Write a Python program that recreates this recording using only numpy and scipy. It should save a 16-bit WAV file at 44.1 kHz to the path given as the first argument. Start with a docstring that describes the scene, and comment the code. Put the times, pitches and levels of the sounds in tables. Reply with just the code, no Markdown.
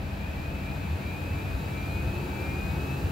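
"""A rough motor whirr close by climbs in pitch: a small centrifuge spinning up on a lab bench, still rising at the end.
The whirr is one pattern repeated each turn; its multiples climb one after another through the housing and chirp there.
Filtered noise, ringing panels and wavering sines make the rotor's air and bearings, which grow or climb with speed.
Underneath, the room's ventilation rumbles, draws air and hums, built from noise and two steady-pitched sines."""
import sys
import numpy as np
from scipy import signal
from scipy.fft import rfft, irfft, next_fast_len
from scipy.io import wavfile
from scipy.ndimage import uniform_filter1d

SR = 44100
rng = np.random.default_rng(int(sys.argv[2]) if len(sys.argv) > 2 else 0)


def materialize(psi):
    """Save the field psi as 16-bit PCM at rate SR to the path in sys.argv[1].

    A 1-D psi becomes a single channel; in a 2-D psi each row is a channel.
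    """
    bounded = np.clip(np.atleast_2d(psi).T, -1, 1)
    quanta = np.round(bounded * 32767).astype(np.int16)
    wavfile.write(sys.argv[1], SR, quanta)


N = 137151

# rotor speed closes in exponentially on its goal (turns per s, turns per s, time constant in s)
START_HZ, GOAL_HZ, SPIN_UP_S = 42.95, 242.8, 4.616
REFERENCE_HZ = 125  # speed in turns per s at which the speed-driven levels hold

# whirr: multiples that drive the housing's main resonance [multiple: level/dB before the housing]
MAIN_ORDERS = {19: 14.5, 22: 13.5, 25: 9.5, 28: 12, 31: 5, 34: 11, 37: -1, 40: 9.5, 43: -2, 46: 7.5, 52: 7}
# how the housing passes them [f/Hz, gain/dB]
MAIN_HOUSING = [(500, -8), (900, -24), (1100, -25), (1650, -26), (2030, -34), (2255, -22), (2300, -10),
                (2340, -2), (2385, 1.5), (2422, -2), (2468, 1.5), (2495, -.5), (2518, -8), (2545, -1.5),
                (2568, -6.5), (2598, -1), (2635, -12), (2690, -19), (2950, -24), (3500, -33), (5500, -33),
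                (8000, -42), (12000, -20), (15500, -24)]
# weaker family that also reaches lower resonances [multiple: level/dB before the housing]
LOWER_ORDERS = {17: 2, 20: 3, 23: -2, 26: 2, 29: -2, 32: -3}
# how the housing passes those [f/Hz, gain/dB]
LOWER_HOUSING = [(1000, -26), (2080, -17), (2145, 2), (2205, -7), (2255, 3), (2290, -8), (2385, -1),
                 (2430, -6), (2595, 0), (2640, -7), (2740, -8), (3200, -22)]
# every third multiple, favouring the highest main peak [multiple: level/dB before the housing]
HIGHEST_ORDERS = {18: 1, 21: 8.5, 24: 1, 27: 8, 30: 3, 33: 6.5, 36: 2, 39: 7, 45: 3}
# how the housing passes those [f/Hz, gain/dB]
HIGHEST_HOUSING = [(1000, -22), (2320, -18), (2390, -6), (2475, -2), (2525, -7), (2598, 2.5), (2640, -9),
                   (2740, -14), (3300, -28)]
OTHER_ORDERS_DB, ORDER_SPREAD_DB = -12, 3  # every other multiple up to 149, through the main housing: centre level/dB, random spread/dB
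SHAKE_TURNS, SHAKE_PER_S = .0006, 25  # unsteady rotor angle: spread in turns, wander rate in Hz
WHIRR_DB, WHIRR_DB_PER_OCTAVE = -58.6, 1  # gain on the pattern at the reference speed, rise with speed
WHIRR_WAVER_DB, WHIRR_WAVER_PER_S = .9, 14  # level wander: spread in dB, rate in Hz
WHIRR_ROOM_DB, ROOM_T60_S = -17, 0.077  # reflections against direct sound, 60 dB decay time

# bearing tones, mostly between multiples of the turning rate [multiple: level/dB before the housing]
BEARING_TONES = {28.3: -69, 31.85: -71, 35.4: -72, 37.12: -68, 38: -72, 39.25: -74, 42.45: -70, 46: -73,
                 55.3: -72}
# upper resonances that pass them [f/Hz, gain/dB]
UPPER_HOUSING = [(2500, -10), (3550, -8), (3720, 0), (3880, 2), (4020, -2), (4130, 3), (4260, -5),
                 (4520, 0), (5300, -4), (6300, -3), (8000, -12)]

# air rush colour [f/Hz, relative density/dB]
RUSH = [(30, -85), (200, -68), (450, -62), (620, -66.5), (870, -65), (1030, -74), (1350, -69.5),
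        (1700, -66.5), (2050, -71.5), (2280, -70), (2400, -66.5), (2600, -66), (2690, -70.5), (2820, -73),
        (3500, -77), (3900, -77.5), (4800, -81), (5800, -86), (8000, -97.5), (16000, -115)]
RUSH_DB, RUSH_DB_PER_OCTAVE = -43, 0.5
# low churning of air under the lid [f/Hz, relative density/dB]
CHURN = [(25, -33), (60, -20), (130, 6), (220, -6), (280, -2.5), (370, -0.5), (480, -7.5), (700, -22),
         (1200, -13.5), (3000, -39)]
CHURN_DB, CHURN_DB_PER_OCTAVE = -40, 11.5
# bearing hiss colour [f/Hz, relative density/dB]
HISS = [(3000, -11), (5700, -7), (6400, 4.5), (7300, 6), (7700, 4.5), (10500, -0.5), (12300, 8),
        (14000, -2.5), (16000, 6)]
HISS_DB, HISS_DB_PER_OCTAVE = -51, 3.5
# low tones of the rotor stirring the air, at reference speed [multiple: level/dB before the body]
ROTOR_TONES = {1: -42.5, 3: -49.5, 6: -54, 12: -60, 13: -64}
ROTOR_DB_PER_OCTAVE = 14
# how the body radiates those tones [f/Hz, gain/dB]
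BODY = [(100, 0), (320, -5), (357, 3.5), (378, -2), (395, -7), (720, -8), (752, 0), (790, 1), (810, -6),
        (1400, -5), (1510, 1), (1700, -4)]
# panel resonances stirred by turbulence, at reference speed [f/Hz, width/Hz, level/dB before panning]
PANELS = [(140.8, 9.2, -43), (270.3, 17, -54), (302.4, 23, -52), (358, 106, -53.5), (525, 40, -54.5),
          (822, 21, -55), (885, 16, -53.5), (939, 46, -56.5), (1111, 13, -60), (1313, 36, -55),
          (1528, 40, -57.5), (1754, 100, -75), (3860, 22, -66), (3920, 83, -63.5), (4080, 90, -64),
          (4680, 50, -68.5)]
PANEL_DB_PER_OCTAVE = 3.5

# the deepest rumble swells and sinks [t/s, level/dB before panning]
RUMBLE_LEVEL = [(0.0, -35), (0.83, -35.5), (0.96, -28), (1.0, -52), (1.07, -31.5), (1.16, -41.5),
                (1.35, -29.5), (1.4, -39), (1.56, -27.5), (1.58, -38), (2.1, -29.5), (2.13, -36),
                (2.16, -32), (2.2, -37.5), (2.75, -31), (3.0, -39), (3.05, -26.5), (3.11, -37)]
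# rumble colour [f/Hz, relative density/dB]
RUMBLE = [(20, -73), (36, -23.5), (48, -9.5), (70, 0.5), (95, -0.5), (118, -21.5), (170, -28), (400, -65)]
RUMBLE_EVEN_S = .08  # natural swells of the rumble noise are levelled over this time
# ventilation draught colour [f/Hz, relative density/dB]
DRAUGHT = [(25, -70), (50, -57), (105, -53), (120, -48), (140, -42.5), (170, -46), (230, -55), (285, -47),
           (400, -67), (520, -58), (900, -60.5), (1200, -67), (4000, -121)]
DRAUGHT_DB = -39
# humming tones of the room [f/Hz, level/dB before panning]
HUM = [(199.4, -45), (657.5, -58)]
ROTOR_WAVER_DB, BEARING_WAVER_DB, HUM_WAVER_DB = 3.2, 3, 2.5  # spread of each tone's level wander

# stereo width of all the noise [f/Hz, side minus mid/dB]
WIDTH = [(60, -25), (170, -11), (350, -7.5), (700, -2), (1400, 1.5), (2450, -0.5), (4500, -6.5),
         (9000, 4.5), (14000, -2)]
WHIRR_PAN_DB, AIR_PAN_DB, VENT_PAN_DB = 2, 0.75, .75  # left raised and right lowered, each by this much
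CUTOFF_HZ = 15700


def whirr(turns, octaves):
    """Motor roughness repeats ever faster; three families of multiples each ring the housing their own way."""
    angle = turns + SHAKE_TURNS * drift(SHAKE_PER_S)
    main = colour(each_turn(angle, MAIN_ORDERS, OTHER_ORDERS_DB), MAIN_HOUSING)
    lower = colour(each_turn(angle, LOWER_ORDERS, -np.inf), LOWER_HOUSING)
    highest = colour(each_turn(angle, HIGHEST_ORDERS, -np.inf), HIGHEST_HOUSING)
    shell = main + lower + highest
    waver_db = WHIRR_WAVER_DB * drift(WHIRR_WAVER_PER_S)
    level_db = WHIRR_DB + WHIRR_DB_PER_OCTAVE * octaves + waver_db
    in_room = shell + from_db(WHIRR_ROOM_DB) * room(shell)
    return from_db(level_db) * pan(WHIRR_PAN_DB) * in_room


def each_turn(angle, orders, others_db, count=150, size=8192):
    """A pattern of multiples of the turning rate, drawn as one cycle and read by the rotor's angle."""
    db = others_db + ORDER_SPREAD_DB * rng.standard_normal(count)
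    for multiple, level_db in orders.items():
        db[multiple] = level_db
    phases = np.exp(2j * np.pi * rng.random(count))
    partials = from_db(db) * phases * (np.arange(count) > 0)  # no constant offset
    pattern = irfft(partials, size) * size / np.sqrt(2)  # each partial's rms matches its level
    return np.interp(angle, np.arange(size) / size, pattern, period=1)


def rotor(turns, octaves):
    """Rush, churning, ringing panels, low tones and bearing hiss, all growing with speed."""
    rush = from_db(RUSH_DB + RUSH_DB_PER_OCTAVE * octaves) * air(RUSH)
    churn = from_db(CHURN_DB + CHURN_DB_PER_OCTAVE * octaves) * air(CHURN)
    hiss = from_db(HISS_DB + HISS_DB_PER_OCTAVE * octaves) * air(HISS)
    growth_db = ROTOR_DB_PER_OCTAVE * octaves
    tones = sum(wavering_tone(multiple * turns, db + growth_db, ROTOR_WAVER_DB)
                for multiple, db in ROTOR_TONES.items())
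    return pan(AIR_PAN_DB) * (rush + churn + panels(octaves) + colour(tones, BODY)) + hiss


def panels(octaves):
    """Turbulence keeps the lid and shell ringing in their resonances, as noise through two-pole resonators."""
    shaking = air([(20, 0), (20000, 0)])
    out = 0
    for k, (hz, width_hz, db) in enumerate(PANELS):
        r = np.exp(-np.pi * width_hz / SR)
        poles = [1, -2 * r * np.cos(2 * np.pi * hz / SR), r * r]
        ringing = signal.lfilter([1, 0, -1], poles, shaking)
        out = out + (-1) ** k * from_db(db) * rms_one(ringing)  # alternate polarity
    return from_db(PANEL_DB_PER_OCTAVE * octaves) * out


def bearings(turns):
    """The rolling balls sing faint, unsteady tones that climb through the upper resonances."""
    tones = sum(wavering_tone(multiple * turns, db, BEARING_WAVER_DB)
                for multiple, db in BEARING_TONES.items())
    return pan(AIR_PAN_DB) * colour(tones, UPPER_HOUSING)


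def ventilation(t):
    """A surging deep rumble, a steady draught and two humming tones."""
    deep = air(RUMBLE)
    power = uniform_filter1d(np.mean(deep ** 2, axis=0), int(RUMBLE_EVEN_S * SR))
    level_db = np.interp(t, *np.transpose(RUMBLE_LEVEL))
    rumble = from_db(level_db) * deep / np.sqrt(power)
    draught = from_db(DRAUGHT_DB) * air(DRAUGHT)
    hum = sum(wavering_tone(hz * t, db, HUM_WAVER_DB) for hz, db in HUM)
    return pan(VENT_PAN_DB) * (rumble + draught + hum)


def room(x):
    """Diffuse reflections of the lab: a decaying noise tail, different at each ear."""
    t = np.arange(SR // 2) / SR
    tail = rng.standard_normal((2, len(t))) * from_db(-60 * t / ROOM_T60_S)
    tail /= np.sqrt(np.sum(tail ** 2, axis=1, keepdims=True))
    return signal.fftconvolve(x[None], tail, axes=1)[:, :N]


def air(spectrum):
    """Stereo turbulence from mid and side noise, its width set by frequency; overall rms 1."""
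    mid, side = rng.standard_normal((2, N))
    side = colour(side, WIDTH)
    # undo the loudness that the side signal adds
    evening = [(hz, -10 * np.log10(1 + from_db(db) ** 2)) for hz, db in WIDTH]
    stereo = np.array([mid + side, mid - side])
    return rms_one(colour(colour(stereo, evening), spectrum))


def wavering_tone(cycles, level_db, waver_db):
    """A sine whose level wanders, starting at a random phase."""
    gain = np.sqrt(2) * from_db(level_db + waver_db * drift(17.4))
    return gain * np.sin(2 * np.pi * (cycles + rng.random()))


def drift(rate):
    """Slow random wander with spread 1: noise through two equal poles at the rate in Hz."""
    step = 40  # samples between computed points
    r = np.exp(-2 * np.pi * rate * step / SR)
    noise = rng.standard_normal(N // step + 2002)
    slow = signal.lfilter([1], [1, -2 * r, r * r], noise)[2000:]  # drop the filter's settling
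    return np.interp(np.arange(N) / step, np.arange(len(slow)), rms_one(slow))


def colour(x, points):
    """Filter by gains in dB joined by straight lines over log frequency."""
    hz, db = np.transpose(points)
    size = next_fast_len(N + SR // 10)
    bins = np.maximum(np.arange(size // 2 + 1) * SR / size, 1)
    gain = from_db(np.interp(np.log(bins), np.log(hz), db))
    return irfft(rfft(x, size) * gain, size)[..., :N]


def pan(left_db):
    """Gains of the left and right channels, offset in opposite directions."""
    return from_db([[left_db], [-left_db]])


def rms_one(x):
    """Scale to unit rms."""
    return x / np.sqrt(np.mean(x ** 2) + 1e-20)


def from_db(db):
    """Decibels to amplitude gain."""
    return 10 ** (np.asarray(db) / 20)


def scene():
    """The rotor's speed drives the whole machine; the room's ventilation runs on regardless."""
    t = np.arange(N) / SR
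    speed = GOAL_HZ + (START_HZ - GOAL_HZ) * np.exp(-t / SPIN_UP_S)
    turns = np.cumsum(speed) / SR
    octaves = np.log2(speed / REFERENCE_HZ)
    return whirr(turns, octaves) + rotor(turns, octaves) + bearings(turns) + ventilation(t)


def record(dry):
    """A steep elliptic low-pass cuts off the top."""
    low_pass = signal.ellip(12, .1, 90, CUTOFF_HZ, fs=SR, output="sos")  # ripple and stopband in dB
    return signal.sosfilt(low_pass, dry)


dry = scene()
out = record(dry)
materialize(out)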